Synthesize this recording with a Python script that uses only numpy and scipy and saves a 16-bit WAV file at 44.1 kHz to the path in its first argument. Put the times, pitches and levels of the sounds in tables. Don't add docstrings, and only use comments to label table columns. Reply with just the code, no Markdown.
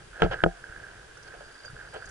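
import sys
import numpy as np
from scipy import signal
from scipy.fft import rfft, irfft
from scipy.io import wavfile

SR = 44100
rng = np.random.default_rng(int(sys.argv[2]) if len(sys.argv) > 2 else 0)


def master(y):
    cut = np.clip(np.atleast_2d(y).T, -1, 1)
    pcm = np.round(cut * 32767)
    wavfile.write(sys.argv[1], SR, pcm.astype(np.int16))


N = 92610
T = np.arange(N) / SR


def from_db(db):
    return 10 ** (np.asarray(db) / 20)


def unit_rms(x):
    return x / np.sqrt(np.mean(x ** 2) + 1e-20)


def curve(rows):
    return np.interp(T, *np.transpose(rows))


def filtered(x, hz, kind, order=2):
    sections = signal.butter(order, np.clip(hz, 10, SR * .45), kind, fs=SR, output="sos")
    return signal.sosfilt(sections, x + 1e-18)


def click(t):
    return 1. * (np.arange(N) == int(t * SR))


def ring(x, hz, t60):
    pole = np.exp((2j * np.pi * hz - np.log(1000) / t60) / SR)
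    return signal.lfilter([1], [1, -pole], x + 1e-18)


def panned(tone, pan_db):
    return tone.real * from_db(np.array([[.5], [-.5]]) * pan_db)


def grains(per_s, spread_db):
    sizes = from_db(spread_db * np.minimum(rng.exponential(1, N), 3))
    return sizes * rng.choice([-1, 1], N) * (rng.random(N) < per_s / SR)


def swell(t, rise_s):
    age = np.maximum(T - t, 0) / rise_s
    return age * np.exp(1 - age)


def noise(spectrum, likeness):
    hz, db = np.transpose(spectrum)
    f = np.maximum(np.fft.rfftfreq(N, 1 / SR), 1)
    gain = from_db(np.interp(np.log(f), np.log(hz), db, right=-120))
    mid, side = irfft(rfft(rng.standard_normal((2, N))) * gain, N)
    return unit_rms(np.sqrt(1 + likeness) * mid + np.sqrt(1 - likeness) * side * [[1], [-1]])


# f/Hz, relative level/dB
HISS_COLOUR = [(100, -5), (250, 4), (430, 12.5), (600, 3.5), (900, 4), (1500, 7.5), (2200, 2), (3100, 2.5),
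               (4000, -2.5), (4800, -2), (7000, -4), (11000, -7.5)]

def hiss():
    return from_db(-53.5) * noise(HISS_COLOUR, likeness=.083)


# f/Hz, relative level/dB
WIND_COLOUR = [(20, -5), (40, 4.5), (70, -5), (130, -3.5), (180, -11.5), (250, -21), (600, -25)]
# t/s, level/dB
WIND_LOUDNESS = [(0, -52.5), (.18, -56), (.25, -42), (.31, -42.5), (.36, -45.5), (.41, -53), (.5, -58),
                 (.6, -59), (1.0, -53), (1.17, -58), (1.44, -52), (1.58, -67), (1.7, -50.5), (1.92, -56.5),
                 (2.1, -49)]

def wind():
    gusts_db = 3 * unit_rms(filtered(rng.standard_normal(N), 36, "low"))
    return from_db(curve(WIND_LOUDNESS) + gusts_db) * noise(WIND_COLOUR, likeness=.92)


# t/s, level/dB
GEAR_TOUCHES = [(1.5995, -55), (1.6347, -51), (1.6574, -40.5)]
# t/s, level/dB
GEAR_TREMBLE = [(0, -69), (1.1, -75), (1.3, -67), (1.6, -59), (1.7, -69), (1.75, -65.5), (2.1, -60.5)]

def metal_gear(hz=4720):
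    touches = sum(from_db(db) * click(t) for t, db in GEAR_TOUCHES)
    clink = panned(ring(touches, hz, t60=.12), pan_db=-4.5)
    jingle = unit_rms(ring(grains(670, spread_db=4.5), hz, t60=.012).real)
    return clink + from_db(curve(GEAR_TREMBLE)) * jingle


# t/s, level/dB, f/Hz
ICE_CRUMBS = [(1.171, -55.5, 5740), (1.227, -52, 5600), (1.274, -51.5, 4500), (1.65, -54, 6540),
              (1.701, -58, 9000), (1.936, -54.5, 8000), (2.0532, -49, 6550), (2.085, -57, 9500),
              (2.089, -51, 6400)]

def ice_crumbs(band_ratio=1.079):
    patter = 0
    for t, db, hz in ICE_CRUMBS:
        rasp = filtered(rng.standard_normal((2, N)), [hz / band_ratio, hz * band_ratio], "band", order=1)
        patter += from_db(db) * swell(t, rise_s=.0038) * unit_rms(rasp)
    return patter


# t/s, level/dB, f/Hz
CREAK_TICKS = [(.131, -41.5, 1460), (0.156, -45, 1620), (0.176, -53, 1440), (0.342, -27, 1660),
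               (.391, -34, 1480), (0.404, -25.5, 1590), (.418, -30, 1570), (0.6402, -31, 1577),
               (0.686, -44, 1660), (.724, -42, 1590), (0.7621, -34, 1645), (0.8375, -39, 1610),
               (0.888, -43, 1650), (1.17, -41.5, 1450), (1.2845, -41, 1596), (1.3215, -44, 1800),
               (1.34, -38, 1570), (1.6479, -37.5, 1560), (1.6801, -37, 1490), (1.7, -40, 1410),
               (1.765, -35, 1500), (1.8001, -36.5, 1510), (1.824, -40, 1500), (2.023, -32.5, 1540),
               (2.028, -36, 1530), (2.048, -43, 1560)]
# t/s, level/dB
MOUNT_STRAIN = [(0, -48), (.09, -70), (.16, -44.5), (.39, -46.5), (.56, -55), (.72, -50), (.86, -49),
                (1.0, -53.5), (1.12, -57.5), (1.33, -51.5), (1.5, -53), (1.73, -55.5), (1.85, -46),
                (1.91, -54.5), (2.0, -51), (2.07, -49.5)]

def mount_creaks(rise_s=.0014, fine_hz=1590, fine_t60=.012):
    ticks = np.zeros(N, complex)
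    for t, db, hz in CREAK_TICKS:
        start = int(t * SR)
        age = T[:min(SR // 20, N - start)]
        shape = age / rise_s * np.exp(1 - age / rise_s)
        ticks[start:start + len(age)] += from_db(db) * shape * np.exp(2j * np.pi * hz * age)
    fine = ring(grains(900, spread_db=5), fine_hz, fine_t60)
    fine = ring(fine, fine_hz, fine_t60 / 2)
    return panned(ticks + from_db(curve(MOUNT_STRAIN)) * fine / np.std(fine.real), pan_db=-5.5)


def clothing_force():
    strain_db = curve(MOUNT_STRAIN)
    rubbing = unit_rms(filtered(grains(1500, spread_db=4), [380, 1800], "band"))
    return from_db(-78.5 + .87 * (strain_db - strain_db.mean())) * rubbing


# t/s, length/s, relative level/dB, brightness f/Hz
ICE_CRUNCHES = [(0.199, 0.0091, -34.5, 1500), (0.228, 0.012, -24.5, 1760), (0.31, 0.026, -28.5, 2020),
                (1.256, 0.024, -52.5, 5000), (1.336, 0.012, -44.5, 1490), (1.404, 0.0096, -46, 870),
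                (1.639, 0.011, -49, 3000), (1.933, 0.019, -41, 6000), (1.958, 0.0082, -36.5, 910)]
# f/Hz, relative level/dB
SPRAY_COLOUR = [(800, 3.5), (1900, -1.5), (3250, 1.5), (3750, -8), (5000, -9), (11000, -37)]

def ice_crunches(rise_s=.0023, fade_s=.013, hollow_hz=486):
    snaps = unit_rms(filtered(grains(2500, spread_db=5.5), 458, "high", order=4))
    hollow_note = signal.lfilter(*signal.iirpeak(hollow_hz, Q=4, fs=SR), snaps)
    breaks = snaps + from_db(.5) * hollow_note
    force, total_level = 0, 0
    for t, length, db, hz in ICE_CRUNCHES:
        rise = np.clip((T - t) / rise_s, 0, 1)
        fade = np.exp(-np.maximum(T - t - length, 0) / fade_s)
        level = from_db(db) * rise * fade
        force += level * filtered(breaks, hz, "low", order=1)
        total_level += level
    spray = from_db(-12) * total_level * noise(SPRAY_COLOUR, likeness=.2)
    return from_db(-12.5) * force, spray


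# t/s, relative level/dB, brightness f/Hz
ICE_CONTACTS = [(.2202, -1.5, 4530), (.2245, -14.5, 2010), (.2268, -20, 1580), (.2312, 3.5, 1100),
                (0.2434, 2, 500), (0.245, 1.5, 244), (.2625, -9.5, 900), (0.4374, -1, 3020),
                (0.4406, -10.5, 2020), (0.4615, 1, 750)]

def blow_force(scatter_db=5, smear_hz=1100):
    strengths = from_db(scatter_db * rng.standard_normal(len(ICE_CONTACTS)))
    force = sum(strength * from_db(db) * filtered(click(t), hz, "low", order=3)
                for strength, (t, db, hz) in zip(strengths, ICE_CONTACTS))
    _, poles = signal.iirpeak(smear_hz, Q=.99, fs=SR)
    return signal.lfilter(poles[::-1], poles, force)


def ice_cracks(hard_hz=3400):
    level = sum(from_db(db - 32.5) * min(hz / hard_hz, 1) ** 3 * swell(t, rise_s=.00043)
                for t, db, hz in ICE_CONTACTS)
    return level * noise([(1000, -24), (3000, 1), (5000, 11), (11000, -10)], likeness=.25)


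# f/Hz, relative level/dB, time to fade by 60 dB/s, left minus right/dB
MOUNT_NOTES = [(39.9, -34.5, 0.26, 0.5), (95, -21.5, 0.017, -15.5), (170.8, -19, 0.097, 6),
               (346, -17.5, 0.072, 3.5), (440.5, -17, 0.056, 2), (495.4, -19, 0.046, -2.5),
               (582, -19.5, 0.043, 1.5), (655.5, -23, 0.083, -4), (693, -37.5, 0.24, -3),
               (770, -36.5, 0.21, -9), (1268, -17, 0.026, -11), (1450, -11.5, 0.026, 0),
               (1610, -12.5, 0.022, -6.5), (3000, -12, .01, -6.5), (3200, -10.5, 0.01, -2.5)]

def mount_ring(force, bend_hz=1000, muffle_hz=3450):
    notes = 0
    for k, (hz, db, t60, pan_db) in enumerate(MOUNT_NOTES):
        sign = (-1) ** k if hz > bend_hz else 1
        notes += sign * from_db(db) * panned(ring(force, hz, t60), pan_db)
    lows = filtered(notes, muffle_hz, "low", order=6)
    return lows + from_db(-18) * filtered(notes, muffle_hz, "high")


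# f/Hz, phase/rad
LEFT_LEAD = [(100, 0), (170, 1), (330, -1.3), (700, -1), (1400, -.6), (2200, -1), (3000, -1.8), (5000, -5),
             (11000, -11)]

def scene():
    crunch_force, spray = ice_crunches()
    ringing = mount_ring(blow_force() + crunch_force + clothing_force())
    left, right = ringing + spray + ice_cracks() + mount_creaks() + ice_crumbs() + metal_gear()
    lead = np.interp(np.fft.rfftfreq(2 * N, 1 / SR), *np.transpose(LEFT_LEAD))
    left = irfft(rfft(left, 2 * N) * np.exp(1j * lead))[:N]
    return np.array([left, right]) + wind() + hiss()


def record(dry, peak_limit=.75, cutoff_hz=11200):
    rounded = dry / (1 + (dry / peak_limit) ** 4) ** .25
    return signal.sosfilt(signal.ellip(10, .2, 70, cutoff_hz, fs=SR, output="sos"), rounded)


dry = scene()
out = record(dry)
master(out)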